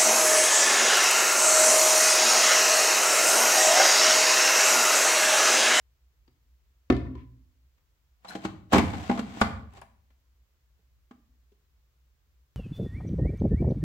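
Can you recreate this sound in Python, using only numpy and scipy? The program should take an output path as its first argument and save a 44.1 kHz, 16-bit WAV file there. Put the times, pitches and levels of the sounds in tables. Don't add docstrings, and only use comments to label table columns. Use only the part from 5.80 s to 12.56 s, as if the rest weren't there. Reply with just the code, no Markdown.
import sys
import numpy as np
from scipy import signal
from scipy.fft import rfft, irfft, next_fast_len
from scipy.io import wavfile

SR = 44100
rng = np.random.default_rng(int(sys.argv[2]) if len(sys.argv) > 2 else 0)


def wav_out(sig):
    wavfile.write(sys.argv[1], SR, np.round(np.clip(np.atleast_2d(sig).T, -1, 1) * 32767).astype(np.int16))


N = 298116
RING = SR // 4


def undb(db):
    return 10 ** (np.asarray(db) / 20)


def unit(x):
    return x / np.sqrt(np.mean(x ** 2))


def along(points, hz):
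    f, value = np.transpose(points)
    return np.interp(np.log(hz + 1e-9), np.log(f), value)


def band(x, lo, hi, order=3):
    sos = signal.butter(order, [lo, min(hi, .48 * SR)], "band", fs=SR, output="sos")
    return signal.sosfilt(sos, x + 1e-18)


def tint(x, points):
    n = x.shape[-1]
    size = next_fast_len(n + 2048)
    gain = undb(along(points, np.fft.rfftfreq(size, 1 / SR)))
    return irfft(rfft(x, size) * gain, size)[..., :n]


def noise(n, apart_hz=1000):
    size = next_fast_len(n, True)
    mid, side = rfft(rng.standard_normal((2, size)))
    turn = np.pi / 4 * np.clip(np.fft.rfftfreq(size, 1 / SR) / apart_hz, .25, 1)
    return irfft(np.array([mid * np.cos(turn) + s * side * np.sin(turn) for s in (1, -1)]), size)[:, :n]


def fade(t60, n=RING):
    return np.exp(-np.log(1000) * np.arange(n) / SR / t60)


def add(out, s, x):
    i = int(s * SR)
    out[:, i:i + x.shape[1]] += x[:, :N - i]


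# pitch in Hz, relative level in dB.
HISS_TONE = [(13, -56.5), (22, -27), (32, -15.5), (44, -10.5), (64, -3.5), (78, -8.5), (87, -21),
             (127, -17.5), (187, -32.5), (450, -34), (801, -38), (997, -35), (7390, -42.5), (8950, -50.5),
             (15500, -40)]

def hum(hum_hz=61, width_hz=9, hum_db=-67, hiss_db=-78.5):
    drone = band(noise(N + RING), hum_hz - width_hz / 2, hum_hz + width_hz / 2, order=2)[:, RING:]
    hiss = tint(noise(N), HISS_TONE)
    hiss /= np.std(band(hiss, 300, 15000))
    return undb(hum_db) * unit(drone) + undb(hiss_db) * hiss


def ring(notes, scatter_db, apart_hz=1500):
    t, out = np.arange(RING) / SR, np.zeros((2, RING))
    for k, (hz, db, t60) in enumerate(notes):
        size, lag = rng.standard_normal(2)
        n = min(int(t60 * SR), RING)
        skew = min(hz / apart_hz, 1) * lag * np.array([[.5], [-.5]]) * np.pi / 2
        wave = (-1) ** k * np.sin(2 * np.pi * hz * t[:n] + skew)
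        out[:, :n] += undb(db + scatter_db * size) * fade(t60, n) * wave
    return out


RANGE_EDGES = [45, 160, 450, 3000, 16000]

def knocks(blows, notes, wall_tone, wall_db, wall_t60, crack_db, crack_t60,
           hollow_db, hollow_t60, panel_db, contact_s, scatter_db, trims_db):
    out = np.zeros((2, N))
    onset = 1 - np.exp(-np.arange(RING) / SR / contact_s)
    dying = undb(wall_db) * fade(wall_t60) + undb(crack_db) * fade(crack_t60)
    ranges = [signal.butter(3, edges, "band", fs=SR, output="sos")
              for edges in zip(RANGE_EDGES, RANGE_EDGES[1:])]
    for s, hollow_hz, panel_hz, *levels in blows:
        body = ring([(hollow_hz, hollow_db, hollow_t60)] + list(notes), scatter_db)
        body += dying * unit(tint(noise(RING), wall_tone))
        panel = band(body, panel_hz / 1.2, panel_hz * 1.2, order=1)
        body = onset * (body + undb(panel_db) * panel)
        for sos, db, trim in zip(ranges, levels, trims_db):
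            part = onset * signal.sosfiltfilt(sos, body + 1e-18, padtype=None)
            early_level = np.sqrt(np.mean(part[:, :SR // 50] ** 2))
            add(out, s, part * undb(db + trim) / early_level)
    return out


# start in seconds, hollow pitch and panel pitch in Hz,
# then boom, thud, clack and tick levels in dB.
BOTTLE_BLOWS = [(.478, 420, 940, -67.5, -65, -74, -76.5), (1.1, 286, 1052, -28, -16.5, -26, -41.5),
                (1.123, 261.8, 630, -32.5, -22.5, -40.5, -52.5), (1.165, 368, 640, -40, -36.5, -49, -55.5),
                (1.352, 364, 1020, -60, -46, -62.5, -69)]
# pitch in Hz, relative level in dB, ring time in seconds.
BOTTLE_NOTES = [(62.82, -10, .25), (87.4, -12, 0.078), (120.2, -20, .22), (256.7, 2, 0.098),
                (337, 0.5, 0.059), (376.8, -3, .12), (455, -13, 0.046), (703, -11, 0.058),
                (750, -15, 0.076), (950, -13, .06), (1144, -16.5, 0.074), (1275, -16, 0.084),
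                (1777, -15, 0.089), (2222, -27, 0.048), (3000, -34, 0.083), (4380, -36, .025)]
# pitch in Hz, relative level in dB.
BOTTLE_WALL_TONE = [(260, -33), (450, -1.5), (876, -18), (1020, -16.5), (1430, -16.5), (2100, -17),
                    (2430, -26), (4270, -39), (15500, -68.5)]

def bottle():
    return knocks(BOTTLE_BLOWS, BOTTLE_NOTES, BOTTLE_WALL_TONE, wall_db=0.5, wall_t60=0.036,
                  crack_db=6.5, crack_t60=0.0059, hollow_db=1.0, hollow_t60=0.023, panel_db=-2.5,
                  contact_s=0.001, scatter_db=2.57, trims_db=(-0.039, -0.073, -.5, -.5))


# start in seconds, pitch in Hz, pitch spread in Hz,
# length in seconds, level in dB.
SQUEAKY_SLIPS = [(0.474, 4700, 497, 0.011, -71.5), (0.476, 970, 100, 0.012, -64.5),
                 (1.24, 1007, 45, .055, -55), (1.258, 1810, 80, .025, -58), (1.328, 2120, 1500, 0.13, -65),
                 (1.344, 1019, 50, 0.033, -49), (1.359, 1010, 70, .05, -56.5),
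                 (2.445, 1000, 450.4, .022, -46.5), (2.475, 4070, 160, .03, -47),
                 (2.477, 5350, 400, .025, -53.5), (2.478, 7500, 8000, 0.043, -54),
                 (2.495, 1560, 293, .035, -43), (2.514, 800, 149.9, 0.024, -47.5)]

def squeaks():
    out = np.zeros((2, N))
    for s, hz, width_hz, length, db in SQUEAKY_SLIPS:
        n = min(int(length * SR), RING)
        chatter = band(noise(RING), max(hz - width_hz / 2, hz / 10), hz + width_hz / 2, order=2)[:, -n:]
        add(out, s, unit(chatter) * np.hanning(n) * undb(db))
    return out


# start in seconds, hollow pitch and panel pitch in Hz,
# then thud, clack and tick levels in dB.
DRAWER_BLOWS = [ (1.978, 297, 1890, -89, -79, -87), (2.446, 352, 831, -65, -48, -61),
                (2.551, 309, 637, -36, -39, -49.5), (2.649, 322, 1250, -31.5, -34.5, -44.5),
                (2.921, 397, 908, -40.5, -30.5, -44), (2.931, 277, 1000, -22, -18, -31),
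                (2.944, 279, 815, -18, -24, -36.5), (2.954, 398, 1149, -27, -24.5, -38),
                (2.964, 207.3, 1150, -22.5, -30, -50), (2.981, 279, 2223, -22, -26, -35),
                (2.993, 231.9, 850, -26, -28, -44), (3.134, 293, 814, -39, -37.5, -55),
                (3.295, 231, 704, -21.5, -28, -50), (3.311, 237, 828, -26, -31.5, -50),
                (3.375, 240, 619.8, -36.5, -36, -54.5), (3.391, 223.5, 1568, -27.5, -38, -45.5),
                (3.57, 207, 900, -41, -51, -59), (3.613, 224, 1400, -25, -18.5, -33.5),
                (3.935, 406, 917, -70, -58.5, -74), (3.976, 388, 1086, -64, -54.5, -73),
                (4.016, 392, 870, -89, -47.5, -65.5), (4.303, 259.7, 1883, -77, -74, -80),
                (4.990, 170, 500, -75.5, -88, -92), (5.309, 245, 1220, -50, -56.5, -71),
                (5.718, 407, 500, -65.5, -84, -81)]
PRESSED_TIMES = [(2.6, 3.0), (3.6, 4.0)]
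# pitch in Hz, relative level in dB, ring time in seconds.
DRAWER_NOTES = [(73.52, -21, 0.053), (99.4, -30.5, 0.15), (198, -5.5, .09), (266, -4.5, 0.037),
                (335.6, -10, 0.022), (450, -10.5, 0.087), (545, -14.5, .07), (677, -7.5, 0.14),
                (804, -2.5, 0.081), (899, -8, .07), (1040, -6, .09), (1151.7, -4.5, 0.06),
                (1350, -15, 0.017), (1451.6, -5.5, .04), (1674, -8, 0.032), (2030, -13.5, 0.035),
                (2090, -6.5, 0.017), (2290, -14, .04), (2776, -11, .035), (3190, -16, .03),
                (4040, -21, .03), (4330, -28, .03), (6180, -34.5, .04)]
# pitch in Hz, relative level in dB.
DRAWER_WALL_TONE = [(240, -31.5), (400, -8.5), (633, 1.5), (784, -1.5), (1150, -1.5), (1690, -8.5),
                    (2060, -6.5), (2900, -14), (4200, -22.5), (5400, -28), (7600, -25.5), (9350, -42),
                    (15500, -44.5)]

def drawer(pressed_boom_db=-7.5, loose_boom_db=-18.5):
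    blows = []
    for s, hollow_hz, panel_hz, thud, clack, tick in DRAWER_BLOWS:
        pressed = any(start < s < end for start, end in PRESSED_TIMES)
        boom = (thud + clack) / 2 + (pressed_boom_db if pressed else loose_boom_db)
        blows.append((s, hollow_hz, panel_hz, boom, thud, clack, tick))
    return knocks(blows, DRAWER_NOTES, DRAWER_WALL_TONE, wall_db=6.0, wall_t60=0.054,
                  crack_db=13.5, crack_t60=0.0057, hollow_db=5.0, hollow_t60=0.07, panel_db=1.5,
                  contact_s=0.0016, scatter_db=3.0, trims_db=(0.7, 0, -.5, -0.92))


# time of full force and hold time in seconds, build-up in dB per second, level in dB.
PUSHES = [(2.489, 0.08, 450.5, -50), (2.645, .003, 420.5, -45.5), (2.926, 0.053, 1400.5, -31),
          (3.047, .345, 399, -47), (3.604, .004, 85, -45.5), (3.978, 0.0042, 221, -55)]

def rubbing_level(release_db_per_s=599.5):
    t = np.arange(N) / SR
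    pushes = [db - build * np.maximum(s - t, 0) - release_db_per_s * np.maximum(t - s - hold, 0)
              for s, hold, build, db in PUSHES]
    return undb(np.max(pushes, axis=0))


# pitch in Hz, relative level in dB.
SCRAPE_TONE = [(100, -36.5), (170, -5), (239, -13.5), (508, -23.5), (728, -6), (800, -16.5), (1080, -16),
               (1230, -18), (1440, -16.5), (2780, -19), (4200, -24.5), (5400, -28.5), (7800, -27.5),
               (9200, -40), (15500, -43.5)]

def runners(slips_per_s=900, spread_db=0.5, slip_t60=0.029, body_db=-1.5, held_ring=0.11):
    chance, size = rng.random(N), rng.exponential(size=N)
    slips = (chance < slips_per_s / SR) * undb(spread_db * np.minimum(size, 4))
    grit = np.sqrt(np.abs(signal.fftconvolve(slips ** 2, fade(slip_t60 / 2))[:N]))
    scrape = unit(tint(noise(N) * grit, SCRAPE_TONE))
    held_notes = [(hz, db, t60 * held_ring) for hz, db, t60 in DRAWER_NOTES]
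    kicks = slips * rng.choice([-1, 1], N)
    body = signal.fftconvolve(kicks[None], ring(held_notes, scatter_db=0.85))[:, :N]
    return (scrape + undb(body_db) * unit(band(body, 180, 2500))) * rubbing_level()


# start in seconds, level in dB.
EDGE_SNAPS = [(2.484, -51), (2.929, -30), (2.982, -30.5), (3.391, -46.5), (3.611, -33.5), (3.936, -58.5),
              (4.015, -51)]

def snaps(low_hz=5500, high_hz=12000, snap_t60=.016):
    out = np.zeros((2, N))
    for s, db in EDGE_SNAPS:
        add(out, s, undb(db) * fade(snap_t60) * unit(band(noise(RING), low_hz, high_hz, order=2)))
    return out


# pitch in Hz, ring time in seconds.
ECHO_TIMES = [(60, 0.98), (160, 0.82), (300, 0.5476), (1000, 0.4855), (4000, 0.4538), (8000, 0.38),
              (15000, 0.37)]
# pitch in Hz, relative level in dB.
ECHO_TONE = [(40, -6), (120, 9.5), (210, -6.5), (320, -4.5), (600, -3.5), (2000, -4.5), (6000, -4.5),
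             (15000, -4.5)]
# pitch in Hz, relative level in dB, ring time in seconds.
ROOM_NOTES = [(66.87, -0.5, .8), (87, -3.5, .55), (127, 0.5, 0.48), (271, -12, 0.45), (376, -8.5, 0.38)]

def room(x, echo_db=-4.5, build_s=0.0027, notes_db=-1):
    n = SR * 3 // 4
    edges, t = np.geomspace(35, 17000, 10), np.arange(n) / SR
    hiss = noise(n)
    echo = sum(band(hiss, lo, hi) * fade(along(ECHO_TIMES, np.sqrt(lo * hi)), n)
               for lo, hi in zip(edges, edges[1:]))
    echo *= 1 - np.exp(-(t / build_s) ** 2)
    echo = undb(echo_db) * tint(echo / np.sqrt(np.sum(echo ** 2) / 2), ECHO_TONE)
    for hz, db, t60 in ROOM_NOTES:
        decay = fade(t60, n)
        echo += undb(db + notes_db) * np.cos(2 * np.pi * hz * t) * 2 * decay / decay.sum()
    return x + signal.fftconvolve(x, echo, axes=1)[:, :N]


# pitch in Hz, dB added on the left and taken from the right.
LEFT_LEAN = [(300, 0), (550, .6), (1100, -.5), (2200, 2.2), (4200, 4.4), (7500, 1.8)]

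def scene():
    left, right = room(bottle() + drawer() + snaps() + runners() + squeaks())
    opposite = [(hz, -db) for hz, db in LEFT_LEAN]
    return np.array([tint(left, LEFT_LEAN), tint(right, opposite)]) + hum()


def record(dry, top_hz=15850):
    return signal.sosfilt(signal.ellip(10, .2, 80, top_hz, fs=SR, output="sos"), dry)


dry = scene()
out = record(dry)
wav_out(out)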